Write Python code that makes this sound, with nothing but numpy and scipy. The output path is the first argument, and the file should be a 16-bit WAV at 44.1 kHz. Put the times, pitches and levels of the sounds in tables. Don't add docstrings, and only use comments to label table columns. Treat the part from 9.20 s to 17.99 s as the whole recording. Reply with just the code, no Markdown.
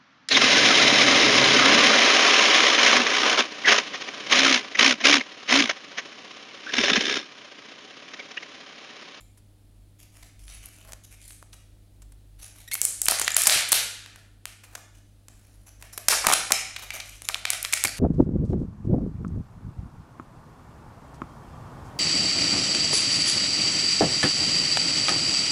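import sys
import numpy as np
from scipy import signal
from scipy.fft import rfft, irfft, next_fast_len
from scipy.io import wavfile
from scipy.ndimage import uniform_filter1d, minimum_filter1d

SR = 44100
rng = np.random.default_rng(int(sys.argv[2]) if len(sys.argv) > 2 else 0)


def generate_wav(signal):
    frames = np.transpose(np.atleast_2d(signal))
    scaled = np.clip(frames, -1, 1) * 32767
    pcm = np.round(scaled).astype(np.int16)
    wavfile.write(sys.argv[1], SR, pcm)


N = 387638
TIME = np.arange(N) / SR
SNAP_SAMPLES = 2048
SNAP_HZ = np.fft.rfftfreq(SNAP_SAMPLES, 1 / SR)

# pitch in Hz, width in Hz, relative level in dB.
CUP_NOTES = [(770, 68, -6), (2310, 390, 7.5), (3980, 670, -6), (5180, 76, -5), (7400, 1600, -1),
             (9250, 530, -3)]


def amp(db):
    return 10 ** (np.asarray(db) / 20)


def unit_level(x):
    return x / np.sqrt(np.mean(x ** 2) + 1e-20)


def value_at(points, hz):
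    row_hz, value = np.transpose(points)
    return np.interp(np.log(hz + 1), np.log(row_hz + 1), value)


def add(mix, start_s, sound):
    part = mix[round(start_s * SR):][:len(sound)]
    part += sound[:len(part)]


def coloured(x, tone):
    size = next_fast_len(len(x))
    gain = amp(value_at(tone, np.fft.rfftfreq(size, 1 / SR)))
    return unit_level(irfft(rfft(x, size) * gain, size)[:len(x)])


def drift(count, smooth_samples):
    return unit_level(uniform_filter1d(rng.standard_normal(count), size=smooth_samples))


def grains(per_s, spread_db):
    size = amp(spread_db * np.minimum(rng.exponential(1, N), 4))
    return unit_level(size * rng.choice([-1, 1], N) * (rng.random(N) < per_s / SR))


def strokes(rows, rise_s=0.011, fall_s=0.022):
    out = np.zeros(N)
    for start_s, length_s, db in rows:
        t = np.arange(0, length_s + fall_s / 4, 1 / SR)
        add(out, start_s, amp(db) * np.minimum(t / rise_s, 1) * np.minimum(t[::-1] / fall_s, 1))
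    return out


def changing_grip(x, depth_db):
    spectrum = signal.stft(x, nperseg=256)[2]
    patches = uniform_filter1d(rng.standard_normal(spectrum.shape), size=4, axis=0)
    patches = unit_level(uniform_filter1d(patches, size=16, axis=1))
    return unit_level(signal.istft(spectrum * amp(depth_db * patches), nperseg=256)[1][:N])


def background(hiss_db=-65):
    # pitch in Hz, level in dB.
    hum_tones = [(50, -68.5), (100, -57), (200, -77), (300, -74)]
    # frequency in Hz, gain in dB.
    rumble_tone = [(15, -15.5), (30, -11), (41, -3.5), (48, 11), (55, -9), (66, -10), (110, -17),
                   (170, -30), (400, -47.5)]
    hiss_tone = [(80, -29), (130, -0.5), (190, -1), (300, -3), (400, -9.5), (650, -11), (1000, -20),
                 (2000, -23), (4000, -20.5), (6000, -27.5), (10500, -21.5), (16000, -39)]
    # time in seconds, level in dB.
    rumble_levels = [(0, -55.5), (1.15, -55), (1.3, -48.5), (1.95, -56), (2.6, -53.5), (3.2, -53.5),
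                     (4.8, -59), (5.7, -59), (6.2, -54), (8.79, -55.5)]
    hum = sum(amp(db) * np.sqrt(2) * np.sin(2 * np.pi * (hz * TIME + rng.random()))
              for hz, db in hum_tones)
    swell = amp(np.interp(TIME, *np.transpose(rumble_levels)))
    rumble = swell * coloured(rng.standard_normal(N), rumble_tone)
    return hum + rumble + amp(hiss_db) * coloured(rng.standard_normal(N), hiss_tone)


def finger_rubs(gain_db=-1, catch_db=4.0, pressure_db=1.45):
    # start and length in seconds, relative hiss and hollow levels in dB.
    rubs = [(0, 0.031, -54.5, -65), (0.786, 0.056, -52.5, -71), (0.919, .18, -55, -64),
            (1.184, 0.072, -53.5, -84), (1.265, .13, -52.5, -69.5), (1.416, 0.082, -53, -62.5),
            (1.519, 0.12, -56, -66), (1.634, 0.096, -61, -55), (1.832, 0.021, -41, -82),
            (1.907, 0.044, -47, -62), (1.997, .17, -52.5, -91), (2.323, 0.029, -50.5, -60),
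            (3.185, 0.1, -49.5, -62.5), (3.342, 0.11, -54.5, -68), (5.456, 0.15, -75, -58),
            (5.737, 0.059, -58.5, -66), (6.126, 0.34, -70.5, -74.5), (6.459, 0.037, -49.5, -57.5),
            (6.591, 0.089, -59, -57.5), (6.721, 0.029, -42.5, -54.5), (7.583, 0.019, -37.5, -38.5),
            (7.619, 0.025, -36.5, -36.5), (7.731, 0.044, -38, -42), (7.846, 0.15, -50, -69),
            (8.043, 0.022, -41, -60)]
    # frequency in Hz, gain in dB.
    hiss_tone = [(700, -19), (1700, -11), (2300, -1), (3200, -5), (4800, -5), (7000, -0.5), (8600, -2.5),
                 (11000, 2), (13400, -12), (16000, -26)]
    hollow_tone = [(150, -24), (350, -14), (650, -6), (1000, -7), (1600, -7), (2600, -21)]
    hiss_level = strokes((start_s, length_s, db) for start_s, length_s, db, _ in rubs)
    hollow_level = strokes((start_s, length_s, db) for start_s, length_s, _, db in rubs)
    catches = catch_db * drift(N, smooth_samples=260)
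    pressure = pressure_db * drift(N, smooth_samples=2000)
    slips = grains(per_s=3900, spread_db=3.5) * amp(catches + pressure)
    hiss = hiss_level * changing_grip(coloured(slips, hiss_tone), depth_db=4.5)
    hollow = hollow_level * coloured(slips, hollow_tone)
    return amp(gain_db) * (hiss + hollow)


def resonance(hz, width_hz):
    return 1 / (1 + (2 * (SNAP_HZ - hz) / width_hz) ** 2)


def ringing_filter(db):
    log_gain = np.log(amp(np.r_[db, db[-2:0:-1]]))
    return np.exp(np.conj(signal.hilbert(log_gain)))[:len(db)]


def snap(start_s, length_s, ring_hz, kind, evenness, lid_opens_s=7.0):
    kinds = {"tick": (0.75, 5, 3, 8, .24), "crack": (-2.5, -4, 14.5, 8.5, 0.3),
             "rip": (-12, 1.5, 6, 8, 1.15), "break": (-5.5, 5.5, 7.5, 6.5, 0.4),
             "buckle": (-17.5, -4, -9.5, 6, -1.6), "pop": (-15.5, -5.5, -7.5, 12.5, 0.5),
             "knock": (1.5, 15, 6.5, 12.5, -2.7)}
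    bands_hz = (300, 1300, 3900, 9500)
    thump_db, body_db, bright_db, ring_db, ring_share = kinds[kind]
    t = np.arange(SNAP_SAMPLES) / SR
    fade = np.exp(-(t / (1.6 * max(length_s, 1e-4))) ** 2) + amp(-19) * np.exp(-t / .003)
    burst = rfft(fade * rng.standard_normal(len(t)))
    uneven_db = 10 * np.log10(uniform_filter1d(abs(burst) ** 2, size=21))
    tone = [(90, thump_db - 7), *zip(bands_hz, (thump_db, body_db, 0, bright_db)),
            (11500, bright_db - 2), (15500, bright_db - 13), (18000, bright_db - 40.5)]
    tone_db = value_at(tone, SNAP_HZ) + ring_db * resonance(ring_hz, ring_share * ring_hz + 200)
    if start_s > lid_opens_s:
        cup = sum(amp(db - 6) * resonance(hz, width_hz) for hz, width_hz, db in CUP_NOTES)
        tone_db += 20 * np.log10(1 + cup)
    sound = irfft(burst * ringing_filter(tone_db - evenness * uneven_db))
    return sound / np.sqrt(np.sum(sound ** 2) / (SR / 1000))


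def packaging_snaps(peel_start_s=7.0863, peel_step_s=0.014):
    # start in seconds, relative
    # level in dB, length in seconds, ring pitch in Hz, gain into the room in dB, kind of snap.
    snaps = [(0.174, -47, 0.011, 10700, -12, "tick"), (1.2807, -41.5, .001, 2970, 4, "buckle"),
             (1.458, -33.5, 0.0011, 11800, -25, "crack"), (1.7218, -35, 0.00051, 6540, -13, "tick"),
             (1.733, -31.5, 0.0015, 6630, -18, "tick"), (2.079, -37, 0.0028, 9700, 4, "crack"),
             (2.1068, -41.5, .0012, 2180, -25, "buckle"), (2.2267, -39, 0.0005, 654, -15, "knock"),
             (2.3305, -41, 0.0036, 4170, -8, "buckle"), (2.82, -44, 0.0062, 7500, -10, "tick"),
             (2.921, -47.5, 0.0034, 9800, -10, "tick"), (3.535, -19.5, 0.0012, 11300, -1, "crack"),
             (3.5414, -17, 0.0012, 13400, -17, "crack"), (3.5528, -21.5, 0.0015, 2200, -11, "rip"),
             (3.6157, -6, .0007, 7500, -5.5, "crack"), (3.652, -9.5, 0.00041, 8900, -4, "crack"),
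             (3.8172, -12, 0.00025, 7800, -4, "crack"), (3.8576, -15, 0.0001, 9500, -8, "crack"),
             (3.8841, -6, 0.0015, 4500, -2.5, "break"), (3.9116, -11, 0.00064, 10200, -8, "crack"),
             (3.92, -19, 0.00086, 786, -7.5, "knock"), (3.997, -14.5, 0.0011, 9400, -13, "break"),
             (4.0147, -14, 0.0026, 7240, -6.5, "tick"), (4.0787, -10, 0.0018, 1840, -10, "pop"),
             (4.166, -4, 0.0014, 10000, -1.5, "rip"), (4.219, -13, 0.0006, 7320, -10, "crack"),
             (4.2362, -14, .0009, 7420, -5, "crack"), (4.27, -4.5, 0.0012, 7640, -3.5, "break"),
             (4.2721, -5, 0.0036, 9500, -21, "rip"), (4.2968, -9.5, 0.00044, 4310, 3, "buckle"),
             (4.3032, -14.5, 0.0057, 9250, 7, "rip"), (4.3237, -16, 0.00057, 9900, 3, "buckle"),
             (4.345, -17.5, .002, 1350, -3.5, "rip"), (4.488, -22, 0.0037, 10400, -7, "crack"),
             (4.519, -5.5, 0.0047, 10600, -5.5, "rip"), (4.529, -1, 0.00034, 11600, -4, "pop"),
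             (4.861, -36, .001, 1707, -2, "buckle"), (4.9593, -40, 0.0019, 1620, -2, "tick"),
             (5.2555, -24.5, .0005, 2434, -6.5, "rip"), (5.4361, -37.5, 0.012, 2480, -5.5, "tick"),
             (5.552, -27.5, 0.0023, 6700, -9, "tick"), (5.554, -32, 0.0025, 1660, -7.5, "pop"),
             (6.0833, -38.5, 0.0019, 7500, -4.5, "tick"), (6.6246, -34.5, 0.0022, 2450, -4, "tick"),
             (6.7771, -22, 0.0027, 11900, -7, "tick"), (6.884, -5, 0.0026, 5400, 1.5, "break"),
             (6.924, -13.5, 0.01, 1230, -8, "knock"), (7.041, -17, 0.0078, 1230, -1.5, "knock"),
             (7.049, -18, 0.00088, 1230, -14, "knock"), (7.068, -5.5, 0.0023, 980, -5.5, "tick"),
             (7.306, -16.5, 0.0039, 700, -7.5, "knock"), (7.32, -3.5, 0.0015, 5650, -8.5, "rip"),
             (7.5627, -23, 0.0036, 2410, -6.5, "buckle"), (7.705, -22, .0017, 2270, -3.5, "pop"),
             (7.801, -25, 0.0028, 4530, -7.5, "buckle"), (8.02, -31.5, 0.001, 9900, -3, "tick"),
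             (8.0878, -14, 0.00051, 3730, -9, "rip"), (8.094, -24, 0.0044, 1320, -9, "knock"),
             (8.1444, -15.5, 0.0013, 3320, -14.5, "pop"), (8.156, -29.5, 0.00096, 1310, -6, "knock"),
             (8.2529, -14.5, 0.0014, 1830, -4, "buckle"), (8.3035, -10, 0.00068, 8700, -9, "rip"),
             (8.4282, -20, .001, 11700, -4.5, "crack"), (8.449, -18, 0.0015, 4600, -9.5, "buckle"),
             (8.5261, -18, 0.0016, 7360, 1.5, "rip"), (8.5334, -12.5, 0.00075, 2210, -7.5, "pop"),
             (8.537, -10.5, 0.0015, 6960, -8, "rip"), (8.639, -10.5, 0.00072, 10300, -10, "rip"),
             (8.6484, -10.5, 0.0049, 2230, -15, "tick")]
    peel = [(peel_start_s + k * peel_step_s, -13, 0.0018, 830, -14, "knock") for k in range(4)]
    near, outward = np.zeros((2, N))
    for start_s, db, length_s, ring_hz, room_db, kind in snaps + peel:
        add(near, start_s, amp(db) * snap(start_s, length_s, ring_hz, kind, evenness=0.89))
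        add(outward, start_s, amp(db + room_db) * snap(start_s, length_s, ring_hz, kind, evenness=1))
    return near, outward


def skin_squeaks(jitter=0.072, settle_s=0.0047, highest_hz=13500):
    # start and length in seconds, final pitch in Hz, share of that pitch
    # it climbs (0 to 1), level in dB, roughness (0 to 1).
    squeaks = [(3.476, 0.015, 1924, 0.08, -42.5, 0.4), (3.512, .03, 2202, 0.72, -31, 0.5),
               (4.045, 0.0033, 7300, 0.04, -22.5, 0.2), (4.117, 0.0034, 7240, 0.02, -24, .2),
               (4.144, 0.0042, 7350, 0, -19.5, .15)]
    # frequency in Hz, gain in dB.
    tone = [(300, -22.5), (1300, -14), (2300, -1.5), (4500, -8.5), (7000, -10.5), (11500, -10),
            (15000, -19.5)]
    out = np.zeros(N)
    for start_s, length_s, final_hz, climb, db, roughness in squeaks:
        t = np.arange(0, length_s, 1 / SR)
        unsettled = climb * np.exp(-(t / settle_s) ** 2)
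        hz = final_hz * (1 - unsettled)
        rough = roughness + unsettled
        cycles = np.cumsum(hz * (1 + jitter * rough * drift(len(t), smooth_samples=20))) / SR
        slips = sum(np.cos(2 * np.pi * k * cycles) * (k * hz < highest_hz) for k in range(1, 14))
        scrape = .7 * rough * rng.standard_normal(len(t))
        chirp = coloured(unit_level(slips) + scrape, tone)
        add(out, start_s, amp(db) * chirp * signal.windows.tukey(len(t), .3))
    return out


def seal_crackle(fade_s=0.0011):
    # start in seconds, length in seconds, level in dB.
    pulls = [(3.55, 0.23, -56), (3.85, .24, -40.5), (4.1, 0.33, -33.5), (6.9, 0.044, -24.5),
             (7.08, 0.077, -20.5), (8.16, 0.041, -38), (8.305, .055, -33), (8.42, 0.056, -37.5),
             (8.52, 0.0735, -35.5), (8.645, 0.051, -29), (8.765, .04, -42)]
    # frequency in Hz, gain in dB.
    foil_tone = [(200, -26), (700, -6), (2200, 3), (4500, 1.5), (7500, 0), (11000, 0), (16000, -23.5)]
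    t = np.arange(256) / SR
    threads = grains(per_s=260, spread_db=4.6)
    bursts = signal.oaconvolve(abs(threads), np.exp(-t / fade_s))[:N]
    crackle = coloured(bursts * rng.standard_normal(N), foil_tone)
    return strokes(pulls) * changing_grip(crackle, depth_db=3.0)


def palm_thumps(rise_s=.0015, fade_s=.011):
    # start in seconds, level in dB.
    jolts = [(4.271, -40), (4.358, -38), (4.519, -41.5), (7.068, -31), (7.322, -39), (8.65, -28.5)]
    # frequency in Hz, gain in dB.
    tone = [(60, -3), (160, 2.5), (280, 0.5), (420, -13.5), (900, -22), (2500, -45)]
    t = np.arange(4096) / SR
    level = np.zeros(N)
    for start_s, db in jolts:
        add(level, start_s, amp(db) * np.minimum(t / rise_s, 1) * np.exp(-t / fade_s))
    return level * coloured(rng.standard_normal(N), tone)


def cup_ring(lid_free_s=7.321, gain_db=-14, jerk_hz=2200):
    t = np.arange(2048) / SR
    out = np.zeros(N)
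    for hz, width_hz, db in CUP_NOTES:
        share = hz ** 2 / (hz ** 2 + jerk_hz ** 2)
        note = np.exp(-np.pi * width_hz * t) * np.cos(2 * np.pi * hz * t)
        add(out, lid_free_s, share * amp(gain_db + db) * note)
    return out


def room_echoes(x, gap_s=0.009, build_s=0.022):
    # frequency in Hz, seconds to fade by 60 dB.
    ring_times = [(200, 1), (600, 0.48), (1500, 0.75), (3500, .68), (7000, 0.62), (11000, .46),
                  (16000, 0.18)]
    # frequency in Hz, gain in dB.
    tone = [(100, -9.5), (190, -2), (270, -1), (400, -4.5), (640, 10), (1000, -6), (1300, 2.5), (4000, 2),
            (8000, -0.5), (11000, -1.5), (15500, -2.5)]
    t = np.arange(SR) / SR
    density = np.clip(.34 + (t - gap_s) / build_s, 0, 1) * (t > gap_s)
    echoes = rng.standard_normal(SR) * (rng.random(SR) < density / 2)
    hz, age_s, spectrum = signal.stft(echoes, SR, nperseg=256)
    fade = amp(-60 * age_s / value_at(ring_times, hz)[:, None])
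    fade *= amp(value_at(tone, hz))[:, None] / np.linalg.norm(fade, axis=1, keepdims=True)
    tail = signal.istft(spectrum * fade, SR, nperseg=256)[1]
    return signal.fftconvolve(x, tail / np.linalg.norm(tail))[:N]


def shifting_echoes(x, shift_hz=0.8):
    angle = 2 * np.pi * shift_hz * TIME
    return room_echoes(x * np.cos(angle)) + room_echoes(x * np.sin(angle))


def scene():
    snaps, outward_snaps = packaging_snaps()
    rubs, crackle, squeaks, thumps = finger_rubs(), seal_crackle(), skin_squeaks(), palm_thumps()
    close = amp(1) * snaps + rubs + crackle + squeaks + thumps
    into_room = (outward_snaps + cup_ring() + amp(-4) * rubs + amp(-6) * crackle
                 + amp(-10) * squeaks + amp(-5) * thumps)
    return (close + shifting_echoes(into_room) + background())[None]


def record(dry):
    ceiling, cutoff_hz = .8, 16000
    gain = minimum_filter1d(ceiling / np.maximum(abs(dry), ceiling), size=15)
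    limited = dry * uniform_filter1d(gain, size=15)
    treble_cut = signal.firwin(255, cutoff_hz, window=("kaiser", 9), fs=SR)
    return signal.oaconvolve(limited, treble_cut[None], "same")


dry = scene()
out = record(dry)
generate_wav(out)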